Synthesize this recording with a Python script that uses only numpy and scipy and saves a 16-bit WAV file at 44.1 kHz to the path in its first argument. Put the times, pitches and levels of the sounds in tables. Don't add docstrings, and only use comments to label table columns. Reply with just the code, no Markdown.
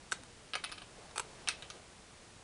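import sys
import numpy as np
from scipy import signal
from scipy.fft import rfft, irfft
from scipy.io import wavfile
from scipy.ndimage import uniform_filter1d

SR = 44100
rng = np.random.default_rng(int(sys.argv[2]) if len(sys.argv) > 2 else 0)


def volts_from_decibels(level):
    exponent = np.asarray(level, float) / 20
    return 10 ** exponent


def master(y):
    cut = np.clip(np.atleast_2d(y).T, -1, 1)
    pcm = np.round(cut * 32767)
    wavfile.write(sys.argv[1], SR, pcm.astype(np.int16))


N = 107559


def tear_tabs():
    # start_s, peak_db, burst_s, treble_db
    first_tears = [
        (.1143, -34, 0.0058, 2),
        (.1202, -20.5, 0.003, -12.5),
        (.1252, -20, 0.0048, -2.5),
        (.1297, -43, 0.0028, -1.5),
        (.2352, -40, 0.00076, -3),
    ]
    second_tears = [
        (1.111, -42.5, .004, -21),
        (1.1593, -31.5, 0.013, -9.5),
        (1.177, -29.5, 0.0026, -11),
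        (1.1802, -17.5, 0.0012, -7.5),
        (1.1962, -20.5, 0.0066, -8.5),
    ]
    # pitch_hz, level_db, t60_s
    first_board = [(250, -16, .05), (880, -7, .04), (1330, -9, .03), (1590, 0, .035), (1840, -11, .03),
                   (2500, -18, .02), (3750, -6, .03), (4300, -8, .03), (5200, -10, .02)]
    second_board = [(425, -9, .04), (860, 0, .03), (1050, -5, .025), (1300, -.5, .03), (1590, -9, .03),
                    (2500, -5, .025), (2770, -9, .02), (3750, -8, .02), (4380, -7, .025), (5250, -12, .02)]
    # pitch_hz, level_db, t60_s
    bright_modes = [(6250, 6.5, 0.014), (8320, 5.5, 0.027), (7880, 4, 0.025), (9700, 11, 0.004)]
    # low_hz, high_hz, t60_s, level_db
    board_fibre = (800, 4800, 0.003, -7.0)
    bright_fibre = (5500, 10500, 0.004, 1.5)
    out = np.zeros((2, N))
    for tears, board_modes in ((first_tears, first_board), (second_tears, second_board)):
        for start_s, peak_db, burst_s, treble_db in tears:
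            body = ring(board_modes, board_fibre)
            body = body + volts_from_decibels(treble_db) * ring(bright_modes, bright_fibre)
            tear = signal.fftconvolve(crack_burst(burst_s), body)
            place(out, start_s, peak_db, tear, body)
    return radiate(out, 179)


def land_tokens():
    # start_s, peak_db, chatter_s, treble_db, treble_hz
    first_landings = [(0.5352, -21.5, 0.0094, -24.5, 8700), (0.5533, -23, 0.0055, -15, 9100),
                      (0.6386, -28.5, 0.005, -3, 9700), (0.6419, -22.5, 0.002, -10, 10260),
                      (0.647, -26, 0.0026, -7, 9700), (.694, -38, 0.0081, -11, 8540),
                      (0.717, -33.5, 0.0037, -6, 10040), (.7217, -32.5, 0.0039, -10, 9700),
                      (0.7279, -34.5, 0.0053, -9, 9700), (.778, -40, .004, -15, 9200),
                      (.782, -38, 0.007, -18, 9150), (.819, -38.5, 0.0064, -13, 9160)]
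    second_landings = [
        (1.4743, -25, .009, -16, 7500),
        (1.4867, -11.5, .0075, 2.5, 7400),
        (1.6235, -30.5, .009, -3, 6000),
        (1.7017, -28.5, .0075, 1.5, 7600),
    ]
    # pitch_hz, level_db, t60_s
    table_modes = [(307, -3, 0.038), (705, -5, 0.12), (890, -23, 0.09), (1228, 7, 0.059),
                   (1656, 6.5, 0.054), (1780, 8.5, 0.014), (2290, 5, 0.043), (2603, 4.5, 0.076),
                   (2860, -3, 0.026), (3084, 11, 0.02), (3540, -6.5, 0.021), (3690, 5.5, 0.034),
                   (4200, 1, 0.017), (5000, -5, 0.046)]
    table_fibre = (700, 5000, 0.003, -1.0)  # low_hz, high_hz, t60_s, level_db
    first_token = (0.02, 0.035, 0.02, 277)
    second_token = (0.002, 0.2, 0.0012, 895)
    out = np.zeros((2, N))
    for landings, token in ((first_landings, first_token), (second_landings, second_token)):
        rim_t60_s, spread, drive_s, bass_cut_hz = token
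        for start_s, peak_db, chatter_s, treble_db, treble_hz in landings:
            rim_modes = [(treble_hz * (1 + k * spread), 0, rim_t60_s) for k in (-1, 0, 1)]
            rim_fibre = ((1 - 2 * spread) * treble_hz, (1 + 2 * spread) * treble_hz, rim_t60_s, 0)
            rim = volts_from_decibels(treble_db) * ring(rim_modes, rim_fibre)
            body = radiate(ring(table_modes, table_fibre), bass_cut_hz)
            chatter = crack_burst(chatter_s)
            rim_drive = chatter * np.exp(-np.arange(len(chatter)) / SR / drive_s)
            landing = signal.fftconvolve(chatter, body) + signal.fftconvolve(rim_drive, rim)
            place(out, start_s, peak_db, landing, body + 0.52 * rim)
    return out


def crack_burst(length_s):
    cracks_per_s, crack_db, scatter_db, fade_db = 4500, -10, 3.5, -3.5
    chance, luck, side = rng.random((3, 1024))
    t = np.arange(1024) / SR
    level_db = crack_db - scatter_db * np.log(luck + 0.1) + fade_db * t / length_s
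    size = volts_from_decibels(level_db) * np.sign(side - 0.5)
    stop = np.clip((length_s - t) / 0.001, 0, 1)
    cracks = size * (chance < cracks_per_s / SR) * stop
    cracks[0] = -volts_from_decibels(4.0)
    return cracks


def ring(modes, fibre):
    detune, scatter_db, t60_scale = 0.008, 1.5, 0.5
    t = np.arange(4096) / SR
    hz, db, t60_s = np.array(modes, float).T
    pitch_draw, level_draw, sign_draw = rng.standard_normal((3, len(hz)))
    tones = np.sin(2 * np.pi * hz * (1 + detune * pitch_draw) * t[:, None])
    tones = tones * volts_from_decibels(-60 * t[:, None] / (t60_scale * t60_s))
    clear = tones @ (volts_from_decibels(db + scatter_db * level_draw) * np.where(sign_draw > -0.4, 1, -1))
    low_hz, high_hz, fibre_t60_s, fibre_db = fibre
    rattle = rng.standard_normal(len(t)) * volts_from_decibels(-60 * t / fibre_t60_s)
    dense = signal.lfilter(*signal.butter(3, [low_hz, high_hz], "band", fs=SR), rattle)
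    return clear / np.linalg.norm(clear) + volts_from_decibels(fibre_db) * dense / np.linalg.norm(dense)


def radiate(x, bass_cut_hz):
    return signal.lfilter(*signal.butter(2, bass_cut_hz, "high", fs=SR), x)


def place(out, start_s, peak_db, sound, click):
    i = int(start_s * SR)
    gain = volts_from_decibels(peak_db) / np.max(np.abs(sound))
    out[0, i:i + len(sound)] += gain * sound
    out[1, i:i + len(click)] += gain * click * np.linalg.norm(sound) / np.linalg.norm(click)


def slide_fingers():
    # time_s, level_db
    slide_moves = [(0.5, -68), (.9, -65), (1.1, -57.5), (1.22, -60.5), (1.34, -55), (1.42, -53),
                   (1.46, -59), (1.55, -60.5), (1.78, -56.5), (1.84, -71)]
    # pitch_hz, level_db per Hz
    slide_colour = [(200, -12.5), (450, -4), (800, -8.5), (1300, -14), (2500, -18.5), (4600, -20.5),
                    (9000, -26)]
    time_s, db = np.array(slide_moves, float).T
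    level_db = np.interp(np.arange(N) / SR, time_s, db) + 2.0 * wander(20)
    return volts_from_decibels(level_db) * coloured_noise(slide_colour)


def room(x):
    # pitch_hz, level_db, t60_s
    room_bands = [(278, -7, 0.59), (706, -2.5, 0.16), (1570, -4, 0.2), (2860, 2, 0.23), (5670, 5.5, 0.13),
                  (10800, 9.5, 0.14)]
    t = np.arange(SR // 3) / SR
    tail = np.zeros(len(t))
    for hz, db, t60_s in room_bands:
        edges_hz = [hz / 1.6, min(hz * 1.6, 20000)]
        band_filter = signal.butter(2, edges_hz, "band", fs=SR, output="sos")
        band = signal.sosfilt(band_filter, rng.standard_normal(len(t)))
        tail += volts_from_decibels(db - 60 * t / t60_s) * band / np.sqrt(hz)
    tail *= np.clip(t / 0.005, 0, 1) ** 2
    return signal.fftconvolve(x, tail / np.sqrt(np.sum(tail ** 2)))[:N]


def camera():
    # pitch_hz, level_db per Hz
    hiss_colour = [(12, -53), (20, 0), (184, -3.5), (252, -8.5), (416, -6.5), (806, -8.5), (872, -9.5),
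                   (9640, -18), (11000, -20.5), (14300, -70), (22000, -120)]
    hiss_db, frame_hz, first_frame_s = -57, 30.02, 0.0007
    tick_db, tick_scatter_db, tick_width_s, tick_bass_cut_hz = -52.5, 2.0, 0.0008, 30
    frames_s = np.arange(first_frame_s, N / SR, 1 / frame_hz)
    pulses = np.zeros(N)
    pulses[(frames_s * SR).astype(int)] = volts_from_decibels(tick_db + tick_scatter_db * rng.standard_normal(len(frames_s)))
    t = np.arange(-220, 221) / SR
    ticks = np.convolve(pulses, np.exp(-0.5 * (t / tick_width_s) ** 2), "same")
    ticks = signal.lfilter(*signal.butter(1, tick_bass_cut_hz, "high", fs=SR), ticks)
    return ticks + volts_from_decibels(hiss_db) * coloured_noise(hiss_colour)


def coloured_noise(points):
    hz, db = np.array(points, float).T
    f = np.maximum(np.arange(N // 2 + 1) * SR / N, 1)
    spectrum = rfft(rng.standard_normal(N)) * volts_from_decibels(np.interp(np.log(f), np.log(hz), db))
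    x = irfft(spectrum, N)
    return x / np.std(x)


def wander(rate_hz):
    k = int(SR / rate_hz)
    x = uniform_filter1d(uniform_filter1d(rng.standard_normal(N), k), k)
    return x / np.std(x)


def scene():
    floor = camera() + slide_fingers()
    board, board_send = tear_tabs()
    table, table_send = land_tokens()
    wet = room(volts_from_decibels(-12.5) * board_send + volts_from_decibels(-7) * table_send)
    return np.tile(floor + board + table + wet, (2, 1))


def roll_off(x):
    return signal.sosfilt(signal.butter(12, 11510, fs=SR, output="sos"), x)


def record(dry):
    band_limit = signal.cheby2(12, 62, 10880 + 850, fs=SR, output="sos")
    mix = signal.sosfilt(band_limit, dry)
    return roll_off(mix)


dry = scene()
out = record(dry)
master(out)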